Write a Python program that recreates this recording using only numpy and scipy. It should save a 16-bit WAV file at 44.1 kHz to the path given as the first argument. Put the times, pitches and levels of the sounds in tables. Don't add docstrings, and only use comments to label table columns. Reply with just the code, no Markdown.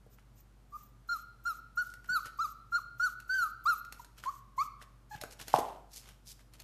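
import sys
import numpy as np
from scipy import signal
from scipy.fft import rfft, irfft
from scipy.io import wavfile
from scipy.ndimage import uniform_filter1d

SR = 44100
rng = np.random.default_rng(int(sys.argv[2]) if len(sys.argv) > 2 else 0)


def waveform_to_disk(signal):
    frames = np.transpose(np.atleast_2d(signal))
    scaled = np.clip(frames, -1, 1) * 32767
    samples = np.round(scaled).astype(np.int16)
    wavfile.write(sys.argv[1], SR, samples)


N = 292383
T = np.arange(N) / SR

# (frequency [Hz], level [dB])
HUM_TONES = [(49.2, -61), (98.4, -74.5), (120, -70.5)]
# (frequency [Hz], gain [dB])
ROOM_NOISE_COLOUR = [(15, -22), (25, -15), (54, 0), (80, -25.5), (122, -8.5), (151, -19.5), (208, -17.5),
                     (372, -26.5), (498, -28.5), (966, -31.5), (1360, -31), (1780, -37), (2780, -41),
                     (14000, -48.5)]
# (time [s], level [dB], base pitch [Hz], swell time [s], crack gain [dB])
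BODY_BLOWS = [(.064, -51.5, 480, 0.0018, -13), (2.099, -48.5, 189, 0.0053, -44),
              (5.15, -42, 110, 0.0049, -26), (5.219, -42, 630, .004, -21.5),
              (5.238, -31.5, 480, 0.0006, -19.5), (5.5397, -7.5, 788, 0.0014, -26.5),
              (5.5865, -21, 430, 0.0014, -8.5)]
# (frequency [Hz], gain [dB], time to fade by 60 dB [s])
PANEL_TONES = [(606, -13, 0.6), (630, -5, 0.44), (739, 6.5, 0.28), (941, -5, .33), (1020, 10, 0.2),
               (1360, -14.5, 0.54)]
# (time [s], length [s], level [dB])
BREATH_PUFFS = [(.135, 0.027, -65.5), (.39, 0.033, -63.5), (.82, 0.079, -67)]
# (frequency [Hz], gain [dB])
NOSE_COLOUR = [(500, -9), (2500, -8), (4500, -8), (6700, 1), (9500, -10.5), (12000, -5), (14000, 0.5)]
# (time [s], tick peak [dB], frame gain [dB], pad slip level [dB])
PAW_STEPS = [(0.185, -51.5, 15, -74), (1.938, -39, -3, -73), (2.043, -47.5, 4, -67),
             (2.257, -34, -2, -53.5), (3.201, -40, -8, -72), (3.849, -44, -28, -76),
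             (3.924, -32.5, -10.5, -66.5), (4.046, -41.5, -8, -80), (4.18, -43.5, -3, -60.5),
             (4.237, -32, 15, -54), (4.814, -43, 40, -61), (5.213, -29, -20, -56.5),
             (5.236, -29, 4.5, -64.5), (5.399, -40.5, 5, -50.5), (5.412, -41.5, -12.5, -57.5),
             (5.481, -30.5, -11.5, -52.5), (6.088, -41.5, -8, -81), (6.392, -51, 9.5, -67),
             (6.536, -44.5, -19, -63.5), (6.6, -39.5, -25, -61.5)]
# (frequency [Hz], width [Hz], gain [dB])
PEN_RINGS = [(2526, 280, -9.5), (4300, 240, -2.5), (5480, 160, -5), (6610, 310, -6), (8150, 166, -16),
             (11200, 630, -42.5), (11400, 310, -13.5)]
# (time [s], length [s], hiss level [dB], rub compared with hiss [dB])
BODY_SLIDES = [(1.89, 0.053, -61.5, -18), (5.16, 0.035, -64, 7.5), (5.324, 0.017, -50.5, -4),
               (5.507, 0.13, -63, -14), (5.566, 0.044, -45.5, 0.5), (5.632, 0.14, -66, 7.5),
               (5.965, 0.044, -46.5, -16.5), (6.073, 0.071, -63, 2), (6.297, .034, -49.5, -18)]
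# (frequency [Hz], gain [dB])
SLIDE_HISS_COLOUR = [(880, -44), (1500, -19.5), (2330, -14), (4960, -2.5), (5450, -2), (10200, -8.5),
                     (11300, -6), (14000, -12)]
SLIDE_RUB_COLOUR = [(60, -1.5), (180, -11.5), (650, -6.5), (1700, -9.5), (3000, -6.5), (8000, -29.5)]
# (start [s], rise [s], fall [s], start pitch [Hz], top pitch [Hz],
# end pitch [Hz], curve of the rise [1 straight, 2 rounded], level [dB], swell during the rise [dB],
# fade time [s], overtone gain [dB], air level [dB], whistle level [dB], air outlasts the voice by [s])
WHINE_ARCHES = [ (0.716, 0.046, .013, 1115, 1213, 1170, 1.22, -40.5, 25, 0.0058, -6, -68.5, -71, 0.058),
                (1.087, .044, 0.049, 1389, 1410, 1127, 2.8, -31, 4.5, 0.044, 2.5, -55.5, -61, 0.058),
                (1.45, 0.023, 0.066, 1330, 1418, 1179, 0.98, -31.5, 7.5, 0.032, 4, -56, -51.5, 0.065),
                (1.77, 0.047, 0.024, 1340, 1471, 1230, 3.04, -28.5, 3, 0.02, -2, -55.5, -55, 0.045),
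                (2.087, 0.047, 0.069, 1405, 1503, 1056, 1.7, -28.5, 1.5, 0.033, 0, -53, -60, 0.052),
                (2.386, 0.036, 0.05, 1090, 1390, 1057, 1.3, -32, 0, 0.019, 1.5, -54.5, -54.5, 0.071),
                (2.719, 0.052, 0.027, 1330, 1415, 1047, 2.53, -26.5, 6.5, 0.028, -3, -58, -70, 0.049),
                (2.996, 0.049, 0.05, 1355, 1513, 1110, 1.42, -31, 0, 0.025, -2, -52, -57, 0.055),
                (3.291, 0.065, 0.13, 1470, 1551, 1128, 1.6, -28.5, 4.5, 0.042, -0.5, -50, -55.5, 0.033),
                (3.653, .048, .052, 1040, 1414, 1127, 2, -24.5, 8, 0.046, 2.5, -52.5, -47.5, 0.058),
                (3.994, 0.0032, 0.016, 1020, 980, 873, 1.25, -39.5, 11, 0.015, 12, -57.5, -72, 0.032),
                (4.254, 0.04, 0.021, 990, 1209, 986, 0.32, -34, 1, 0.02, -2, -58, -66, 0.1),
                (4.577, 0.051, 0.012, 956, 1300, 1094, 0.89, -29.5, 4, 0.021, 2, -50.5, -59, 0.04),
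                (5.107, 0.035, 0.017, 825, 845, 774, 0.94, -46, 5, .006, 21.5, -57.5, -76, 0.02)]
# (frequency [Hz], gain [dB])
WHINE_COLOUR = [(800, 11), (1400, 0), (1650, -9), (1850, -32), (2150, -20), (2800, -41.5), (3500, -36),
                (4200, -24.5), (4600, -21.5), (5100, -36), (5800, -30), (7100, -32), (8600, -44),
                (10000, -51.5), (13000, -46)]
# (frequency [Hz], gain [dB])
CLOSED_MOUTH_COLOUR = [(8000, -52), (10500, -26), (11800, -17.5), (12700, -28), (14000, -60)]

HOARSE_BELOW_HZ = 1500


def undb(db):
    return 10 ** (np.asarray(db) / 20)


def unit(x):
    return x / np.sqrt(np.mean(x ** 2))


def gain_at(colour, hz):
    known_hz, db = np.transpose(colour)
    return undb(np.interp(np.log(hz + 1), np.log(known_hz), db))


def noise(colour):
    hz = np.arange(N // 2 + 1) * SR / N
    return unit(irfft(rfft(rng.standard_normal(N)) * gain_at(colour, hz), N))


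def resonate(x, hz, width_hz):
    return signal.lfilter(*signal.iirpeak(hz, hz / width_hz, SR), x)


def waver(rate_hz):
    size = int(SR / rate_hz)
    return unit(uniform_filter1d(uniform_filter1d(rng.standard_normal(N), size), size))


def swells(rows, t=T):
    return np.sqrt(sum(undb(db) ** 2 * np.exp(-np.pi * ((t - s) / length) ** 2)
                       for s, length, db in rows))


def add(track, s, x):
    i = int(s * SR)
    track[i:i + len(x)] += x[:N - i]


def background(hiss_db=-65.5):
    hum = sum(np.sqrt(2) * undb(db) * np.sin(2 * np.pi * (hz * T + rng.random())) for hz, db in HUM_TONES)
    hiss = signal.sosfilt(signal.butter(4, 75, "high", fs=SR, output="sos"), noise(ROOM_NOISE_COLOUR))
    return hum + undb(hiss_db) * unit(hiss) * undb(0.11 * waver(7.2))


def knocks(crack_s=0.005, panel_db=-36, boom_hz=128, boom_swell_s=0.0057, boom_db=-28.5):
    out, t = np.zeros(N), T[:SR // 2]
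    panel = sum(undb(db - 60 * t / fade_s) * np.sin(2 * np.pi * hz * t) for hz, db, fade_s in PANEL_TONES)
    boom = (t / boom_swell_s * np.exp(1 - t / boom_swell_s)) ** 2 * np.sin(2 * np.pi * boom_hz * t)
    for s, db, base_hz, swell_s, crack_db in BODY_BLOWS:
        age = t / swell_s
        pitch = base_hz * (.9 + .6 * np.exp(-age / .7))
        phase = 2 * np.pi * np.cumsum(pitch) / SR
        loudness = (age * np.exp(1 - age)) ** 2
        thud = loudness * (np.sin(phase) + undb(-18) * np.sin(phase / 2))
        crack = undb(crack_db) * np.exp(-t / crack_s) * rng.standard_normal(len(t)) / 2
        add(out, s, undb(db) * (thud + crack + undb(boom_db) * boom + undb(panel_db) * panel))
    return out


def nose(phase, loudness, lead_s=0.015, puff_hz=13700, arch_hz=(13400, 14900, 14300, 12500)):
    air = swells(BREATH_PUFFS)
    wobble = 1 + .007 * waver(500) + .012 * waver(40)
    flicker = undb(5 * waver(110))
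    whistle = undb(-1) * air * np.sin(2 * np.pi * np.cumsum(puff_hz * wobble) / SR)
    for start, rise_s, fall_s, *_, air_db, whistle_db, lag_s in WHINE_ARCHES:
        end = start + rise_s + fall_s
        span = (T > start - lead_s) & (T < end + lag_s)
        t = T[span]
        progress = (t - t[0]) / (t[-1] - t[0])
        air[span] += undb(air_db) * np.abs(np.sin(np.pi * progress ** 0.88)) ** 0.83
        bursts = swells([(start - lead_s / 2, lead_s / 2, -8), (end - lead_s, 0.61 * lead_s, 0),
                         (end + 0.6 * lag_s, lag_s / 4, -2)], t)
        hz = np.interp(t, [start - lead_s, start + lead_s, end - lead_s / 2, end + lag_s], arch_hz)
        whistle[span] += undb(whistle_db) * bursts * np.sin(2 * np.pi * np.cumsum(hz * wobble[span]) / SR)
    depth = 0.99 * np.tanh(loudness / undb(-72))
    chop = 1 + depth * (np.cos(phase) + 2 * np.cos(2 * phase) + np.cos(3 * phase))
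    air *= undb(-3 * np.tanh(loudness / undb(-41.5)))
    return whistle * flicker * chop + air * noise(NOSE_COLOUR) * undb(waver(100))


def claw_ticks(tick_s=.0022, rattle_s=0.0076, rattle_db=-14, crack_db=-10, frame_hz=1500):
    out, t = np.zeros(N), T[:4096]
    for s, db, frame_db, _ in PAW_STEPS:
        fade = np.exp(-t / tick_s) + undb(rattle_db) * np.exp(-t / rattle_s)
        push = rng.standard_normal(len(t)) * fade * (1 - np.exp(-t / .0004))
        wire = sum(undb(gain) * resonate(push, hz, width) for hz, width, gain in PEN_RINGS)
        frame = resonate(resonate(push, frame_hz, width_hz=1100), frame_hz, width_hz=1100)
        tick = unit(wire + undb(crack_db) * push) + undb(frame_db - 2) * unit(frame)
        add(out, s, undb(db) * tick / np.abs(tick).max())
    return out


def scuffs(slip_lag_s=0.012, slip_s=0.023, pad_rub_db=0.5):
    pads = [(s + slip_lag_s, slip_s, slip_db, pad_rub_db) for s, _, _, slip_db in PAW_STEPS]
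    s, length, db, rub_db = np.transpose(BODY_SLIDES + pads)
    slips = undb(3.5 * waver(400))
    hiss = swells(zip(s, length, db)) * unit(noise(SLIDE_HISS_COLOUR) * slips)
    rub = swells(zip(s, length, db + rub_db)) * unit(noise(SLIDE_RUB_COLOUR) * slips)
    return hiss + rub


def voice_box(edge_s=.008, fade_db=20, smooth_s=0.00097):
    pitch, loudness, closing = np.ones(N) * HOARSE_BELOW_HZ, np.zeros(N), np.zeros(N)
    for start, rise_s, fall_s, start_hz, top_hz, end_hz, curve, db, swell_db, fade_s, *_ in WHINE_ARCHES:
        span = T > start - .05
        t = T[span] - start
        climb_left = np.clip(1 - t / rise_s, 0, 1)
        fall = np.clip((t - rise_s) / fall_s, 0, 1)
        pitch[span] = top_hz + (start_hz - top_hz) * climb_left ** curve + (end_hz - top_hz) * fall ** 1.4
        left_s = rise_s + fall_s - t
        sounding = np.clip(np.minimum(t, left_s) / edge_s, 0, 1)
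        fade = np.clip(1 - left_s / fade_s, 0, 1)
        loudness[span] = sounding * undb(db - swell_db * climb_left ** 2 - fade_db * fade)
        closing[span] = fall
    return pitch, uniform_filter1d(loudness, int(smooth_s * SR) + 1), closing


def voice(phase, pitch, loudness, closing):
    starts, *_, overtone_db, _, _, _ = np.transpose(WHINE_ARCHES)
    which_whine = np.clip(np.searchsorted(starts, T + .05) - 1, 0, None)
    brightness = undb(overtone_db[which_whine]) * np.abs(loudness / undb(-43.5)) ** 0.3
    overtones = 0
    for k in range(2, 12):
        drift = undb(2.8 * waver(110) + 3.5 * waver(25))
        colour = gain_at(WHINE_COLOUR, k * pitch) + closing * gain_at(CLOSED_MOUTH_COLOUR, k * pitch)
        overtones += colour * drift * np.sin(k * phase + 0.27 * np.sqrt(k) * waver(240))
    tone = np.sqrt(2) * (np.sin(phase) + undb(-4) * brightness * overtones / gain_at(WHINE_COLOUR, pitch))
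    rasp = undb(-39) * brightness * noise(NOSE_COLOUR) * (1 + np.cos(phase))
    return loudness * (tone + rasp)


def puppy():
    pitch, loudness, closing = voice_box()
    hoarseness = np.maximum(HOARSE_BELOW_HZ / pitch, 1) ** 3
    wobble = 1 + 0.0045 * hoarseness * waver(300) + 0.007 * waver(70)
    phase = 2 * np.pi * np.cumsum(pitch * wobble) / SR
    tremble = undb(2.1 * waver(50))
    return voice(phase, pitch, loudness * tremble, closing) + nose(phase, loudness)


def room(x, fade_s, treble_fade_s, gap_s):
    t = T[:SR]
    reflections = rng.standard_normal(SR)
    low = signal.sosfiltfilt(signal.butter(3, 5500, fs=SR, output="sos"), reflections)
    slow, fast = (undb(-60 * t / s) * (t > gap_s) for s in (fade_s, treble_fade_s))
    tail = low * slow + (reflections - low) * fast
    return signal.fftconvolve(x, tail / np.linalg.norm(slow))[:N]


def scene(wall_delay_s=0.065, wall_db=-25):
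    dog, claws, thuds, paws = puppy(), claw_ticks(), knocks(), scuffs()
    echo = room(undb(-12.5) * dog, fade_s=0.66, treble_fade_s=0.29, gap_s=.016)
    add(echo, wall_delay_s, undb(wall_db) * dog)
    contacts = undb(-7) * claws + undb(-4) * thuds + undb(-10) * paws
    echo += room(contacts, fade_s=0.53, treble_fade_s=0.45, gap_s=0.0015)
    return (dog + claws + thuds + paws + echo + background())[None]


def record(dry, top_hz=14000):
    return signal.sosfilt(signal.ellip(10, .2, 70, top_hz, fs=SR, output="sos"), dry)


dry = scene()
out = record(dry)
waveform_to_disk(out)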